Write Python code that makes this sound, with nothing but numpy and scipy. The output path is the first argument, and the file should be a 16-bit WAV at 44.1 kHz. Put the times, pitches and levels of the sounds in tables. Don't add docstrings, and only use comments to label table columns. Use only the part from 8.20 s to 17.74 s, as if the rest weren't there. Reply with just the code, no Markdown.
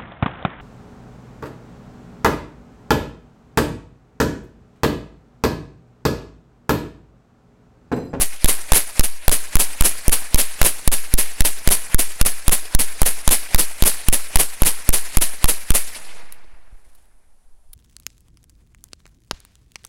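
import sys
import numpy as np
from scipy import signal
from scipy.fft import rfft, irfft, next_fast_len
from scipy.io import wavfile
from scipy.ndimage import uniform_filter1d

SR = 44100
rng = np.random.default_rng(int(sys.argv[2]) if len(sys.argv) > 2 else 0)


def persist_wave(psi):
    counts = np.round(np.clip(psi, -1, 1) * 32767).astype(np.int16)
    wavfile.write(sys.argv[1], SR, np.atleast_2d(counts).T)


N = 420713
LEAD = SR // 10


def from_db(db):
    return 10 ** (np.asarray(db) / 20)


def unit_rms(x):
    return x / np.sqrt(np.mean(x ** 2) + 1e-20)


def add(mix, start_s, sound):
    at = round(start_s * SR)
    sound = sound[max(-at, 0):]
    part = mix[max(at, 0):][:len(sound)]
    part += sound[:len(part)]


def noise(colour, size):
    hz, db = np.transpose(colour)
    length = next_fast_len(size)
    gain = from_db(np.interp(np.log(np.fft.rfftfreq(length, 1 / SR) + 1), np.log(hz), db))
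    return unit_rms(irfft(rfft(rng.standard_normal(length)) * gain, length)[:size])


def flutter(size, span):
    return unit_rms(uniform_filter1d(rng.standard_normal(size), size=span))


def one_pole(x, hz, kind):
    return signal.lfilter(*signal.butter(1, hz, kind, fs=SR), x)


def overload(blocked_s, t=0):
    return np.exp((blocked_s - t) / .0124)


# start_s, blocked_s, strength_db, punch_db
SHOTS = [(-0.031, 0.038, -2, -3.5), (0.2445, 0.039, 0, 2), (0.52, 0.025, 1.5, 6.5),
         (0.7949, 0.041, -7, 0.5), (1.0805, 0.04, -.5, 1), (1.355, 0.042, 0.5, -1.5), (1.609, 0.04, 2, 1.5),
         (1.8811, .044, 1.5, -4.5), (2.1447, 0.041, 0.5, 0), (2.4152, 0.033, 1, 6.5),
         (2.6765, .051, 0, 1.5), (2.9391, 0.049, 0, -2), (3.2065, 0.046, 0, 1), (3.4752, 0.038, 1.5, 2.5),
         (3.7452, 0.05, 0.5, -4.5), (4.0131, 0.048, 0.5, 1), (4.2806, .042, 1, -2.5),
         (4.5491, 0.051, 0, -5.5), (4.8174, 0.044, 0, 1.5), (5.0771, 0.037, 2.5, 2), (5.346, .045, 0.5, -2),
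         (5.6237, 0.035, 2, -0.5), (5.8855, 0.048, 1.5, 0), (6.1572, 0.038, .5, 5.5),
         (6.4203, .04, 0.5, -1.5), (6.6906, 0.047, 0.5, -2.5), (6.9709, 0.047, 0, -1.5),
         (7.2429, .044, 0, -1.5), (7.5052, 0.046, 1, -6)]

def blasts(shrill_hz=5000, bark_hz=500, crack_fade_s=.0008, bark_fade_s=.0014):
    out, t = np.zeros(N), np.arange(SR // 100) / SR
    for start_s, blocked_s, _, punch_db in SHOTS:
        shrill, low = rng.standard_normal((2, len(t)))
        crack = unit_rms(one_pole(shrill, shrill_hz, "high")) * np.exp(-t / crack_fade_s)
        bark = unit_rms(signal.lfilter(*signal.iirpeak(bark_hz, 1, fs=SR), low))
        bark *= from_db(-4 + 1.1 * punch_db) * np.exp(-t / bark_fade_s / np.exp(.058 * punch_db))
        add(out, start_s, overload(blocked_s) * from_db(-1) * (crack + bark))
    return out


def scatter(t, peak_s, level_db, rise_db_per_s, fall_db_per_doubling):
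    rise_db = rise_db_per_s * np.maximum(peak_s - t, 0)
    fall_db = fall_db_per_doubling * np.log2(np.maximum(t / peak_s, 1))
    return from_db(level_db - rise_db - fall_db)


# frequency_hz, relative_db
BRUSH_COLOUR = [(40, -5), (150, -0.5), (280, 0.5), (400, 3.5), (550, 2), (750, 0.5), (1200, -3.5),
                (2400, 2), (5000, -1), (8000, -1.5), (12000, 0), (16000, -7.5)]

def brush(shared=.27, thicket_delay_s=.051, grain_db=3.5, body_hz=1200, body_fade_db_per_s=70):
    out, t = np.zeros(N), np.arange(0, .2, 1 / SR)
    envelope = scatter(t, thicket_delay_s, level_db=-8, rise_db_per_s=226, fall_db_per_doubling=26)
    body_loss_db = body_fade_db_per_s * np.maximum(t - thicket_delay_s, 0)
    common = noise(BRUSH_COLOUR, len(t))
    for start_s, _, strength_db, punch_db in SHOTS:
        roar = np.sqrt(shared) * common + np.sqrt(1 - shared) * noise(BRUSH_COLOUR, len(t))
        roar = unit_rms(roar * from_db(grain_db * flutter(len(t), 30)))
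        body_gain = from_db(3 + .3 * punch_db - body_loss_db)
        roar += (body_gain - 1) * one_pole(roar, body_hz, "low")
        add(out, start_s, from_db(strength_db) * envelope * roar)
    return out


# frequency_hz, relative_db
TREES_COLOUR = [(40, -7.5), (180, -8), (300, -7), (550, -3.5), (800, -1), (1200, -2), (1750, 2.5),
                (2400, 3.5), (3200, -2), (4500, 0), (6000, -1.5), (10000, -2), (16000, -6.5)]
# delay_s, spread_s, extra_db
STANDS = [(0.174, .018, 3.5), (.258, .024, 7.5), (0.361, .02, 2.5), (.48, .04, 3)]

def tree_response(absorption_db_per_s=46, patchy_db=2.5, slap_db=1.25):
    delay = np.arange(0, 2.1, 1 / SR)
    stands_db = sum(db * np.exp(-((delay - delay_s) / spread_s) ** 2) for delay_s, spread_s, db in STANDS)
    envelope = scatter(delay, .072, level_db=-26 + stands_db, rise_db_per_s=480, fall_db_per_doubling=9)
    hz, t, spectrum = signal.stft(noise(TREES_COLOUR, len(delay)), SR, nperseg=256)
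    patches = uniform_filter1d(rng.standard_normal(spectrum.shape), size=8, axis=0)
    patches = unit_rms(uniform_filter1d(patches, size=6, axis=1))
    slaps = flutter(len(t), 3)
    loss_db = absorption_db_per_s * (hz[:, None] / 10000) ** .83 * t
    spectrum *= from_db(patchy_db * patches + slap_db * slaps - loss_db)
    return envelope * signal.istft(spectrum, SR, nperseg=256)[1][:len(delay)]


def trees(shared=.18):
    out, common = np.zeros(N), tree_response()
    for start_s, _, strength_db, _ in SHOTS:
        echo = np.sqrt(shared) * common + np.sqrt(1 - shared) * tree_response()
        add(out, start_s, from_db(strength_db) * echo)
    return out


# frequency_hz, relative_db
AIR = [(10, 15), (25, 2.5), (60, -5), (120, -25.5), (230, -24.5), (400, -32), (700, -26), (2000, -40.5),
       (5000, -40.5), (10000, -44), (16000, -55.5)]

def air(level_db=-58.5):
    return from_db(level_db) * noise(AIR, N)


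# start_s, level_db, t60_s
CLICKS = [(8.1238, -39.5, 0.012), (8.127, -59, 0.14), (8.143, -60, 0.027), (8.7498, -59, .05),
          (8.855, -65, 0.03), (9.5322, -45, 0.012), (9.5355, -48, .012)]
# frequency_hz, relative_db
CLICK_COLOUR = [(200, -16), (1000, -3), (2200, -4), (4200, 1), (7000, -4.5), (11000, 3), (16000, 6)]

def clicks(dull_hz=4000, sharp_db=-50):
    out, t = np.zeros(N), np.arange(SR // 5) / SR
    for start_s, level_db, t60_s in CLICKS:
        bright = noise(CLICK_COLOUR, len(t))
        sharpness = min(from_db(level_db - sharp_db), 1)
        click = sharpness * bright + (1 - sharpness) * one_pole(bright, dull_hz, "low")
        add(out, start_s, from_db(level_db - 60 * t / t60_s) * click)
    return out


# start_s, level_db, pitch_hz
BUMPS = [(8.279, -52, 24), (8.335, -41.5, 15), (8.527, -39.5, 23), (8.672, -48, 12.4), (9.255, -49.5, 6.8),
         (9.495, -49, 18)]

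def bumps(decay_per_cycle=3.55):
    out, t = np.zeros(N), np.arange(SR // 5) / SR
    for start_s, level_db, pitch_hz in BUMPS:
        swing = -2 * np.sin(2 * np.pi * pitch_hz * t) * np.exp(-decay_per_cycle * pitch_hz * t)
        add(out, start_s, from_db(level_db) * swing)
    return out


def rustle(middle_s=8.7, spread_s=.17, level_db=-78.5, cutoff_hz=5000, grain_db=2.5):
    swell = np.exp(-((np.arange(N) / SR - middle_s) / spread_s) ** 2)
    grains = from_db(grain_db * flutter(N, 400))
    hiss = one_pole(rng.standard_normal(N), cutoff_hz, "low")
    return from_db(level_db) * swell * unit_rms(grains * hiss)


def scene():
    return (air() + blasts() + brush() + trees() + clicks() + bumps() + rustle())[None]


def microphone(x, port_hz=10200, width_hz=1800, port_db=13.5):
    ring = signal.lfilter(*signal.iirpeak(port_hz, port_hz / width_hz, fs=SR), x)
    return x + (from_db(port_db) - 1) * ring


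def kicks(length, width_s=.00004, roughness=.7, fade_s=.0013, usual_block_s=.045):
    out, t = np.zeros(length), np.arange(SR // 200) / SR
    pulse = np.exp(-(t / width_s - 1) ** 2)
    for start_s, blocked_s, _, punch_db in SHOTS:
        slack_s = usual_block_s - blocked_s
        loose_db = slack_s * (899.5 if slack_s > 0 else 3999.5)
        ground, near, bush = (.0032, -2.1 + 1.4 * punch_db), (.0139, -2 + loose_db), (.025, -24.5 + loose_db)
        for delay_s, depth_db in (ground, near, bush):
            wake = np.maximum(microphone(rng.standard_normal(len(t))) - 1, 0) * np.exp(-t / fade_s)
            add(out, start_s + delay_s + LEAD / SR, from_db(depth_db) * (pulse + roughness * wake))
    return out


def amplifier(x, charge_s=.0011, kick_limit=.91):
    offset, t = np.zeros(len(x)), np.arange(SR // 4) / SR
    for start_s, blocked_s, *_ in SHOTS:
        add(offset, start_s + LEAD / SR, overload(blocked_s, t) * (1 - np.exp(-t / charge_s)))
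    knocks = kick_limit * np.tanh(kicks(len(x)) / kick_limit)
    pinned = np.maximum(np.tanh(x + offset) - knocks, -1)
    return one_pole(one_pole(pinned, .48, "high"), 2.37, "high")


def gain_control(x, gain_db=10.9, threshold_db=-24.4, slope=.74, recovery_db_per_s=68, attack_hz=13.4):
    level_db = 10 * np.log10(abs(uniform_filter1d(x ** 2, size=40)) + 1e-12)
    over_db = np.maximum(level_db - threshold_db, 0)
    recovery_db = recovery_db_per_s * np.arange(len(x)) / SR
    held_db = np.maximum.accumulate(over_db + recovery_db) - recovery_db
    return x * from_db(gain_db - slope * one_pole(held_db, attack_hz, "low"))


def record(dry, low_rail=.58, edge_hz=16000):
    picked_up = microphone(np.pad(dry[0], (LEAD, 0)))
    compressed = gain_control(amplifier(picked_up))
    clipped = np.clip(compressed, -low_rail, np.sqrt(.5))
    band_limit = signal.firwin(201, edge_hz, window=("kaiser", 9), fs=SR)
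    return signal.oaconvolve(clipped, band_limit, "same")[None, LEAD:]


dry = scene()
out = record(dry)
persist_wave(out)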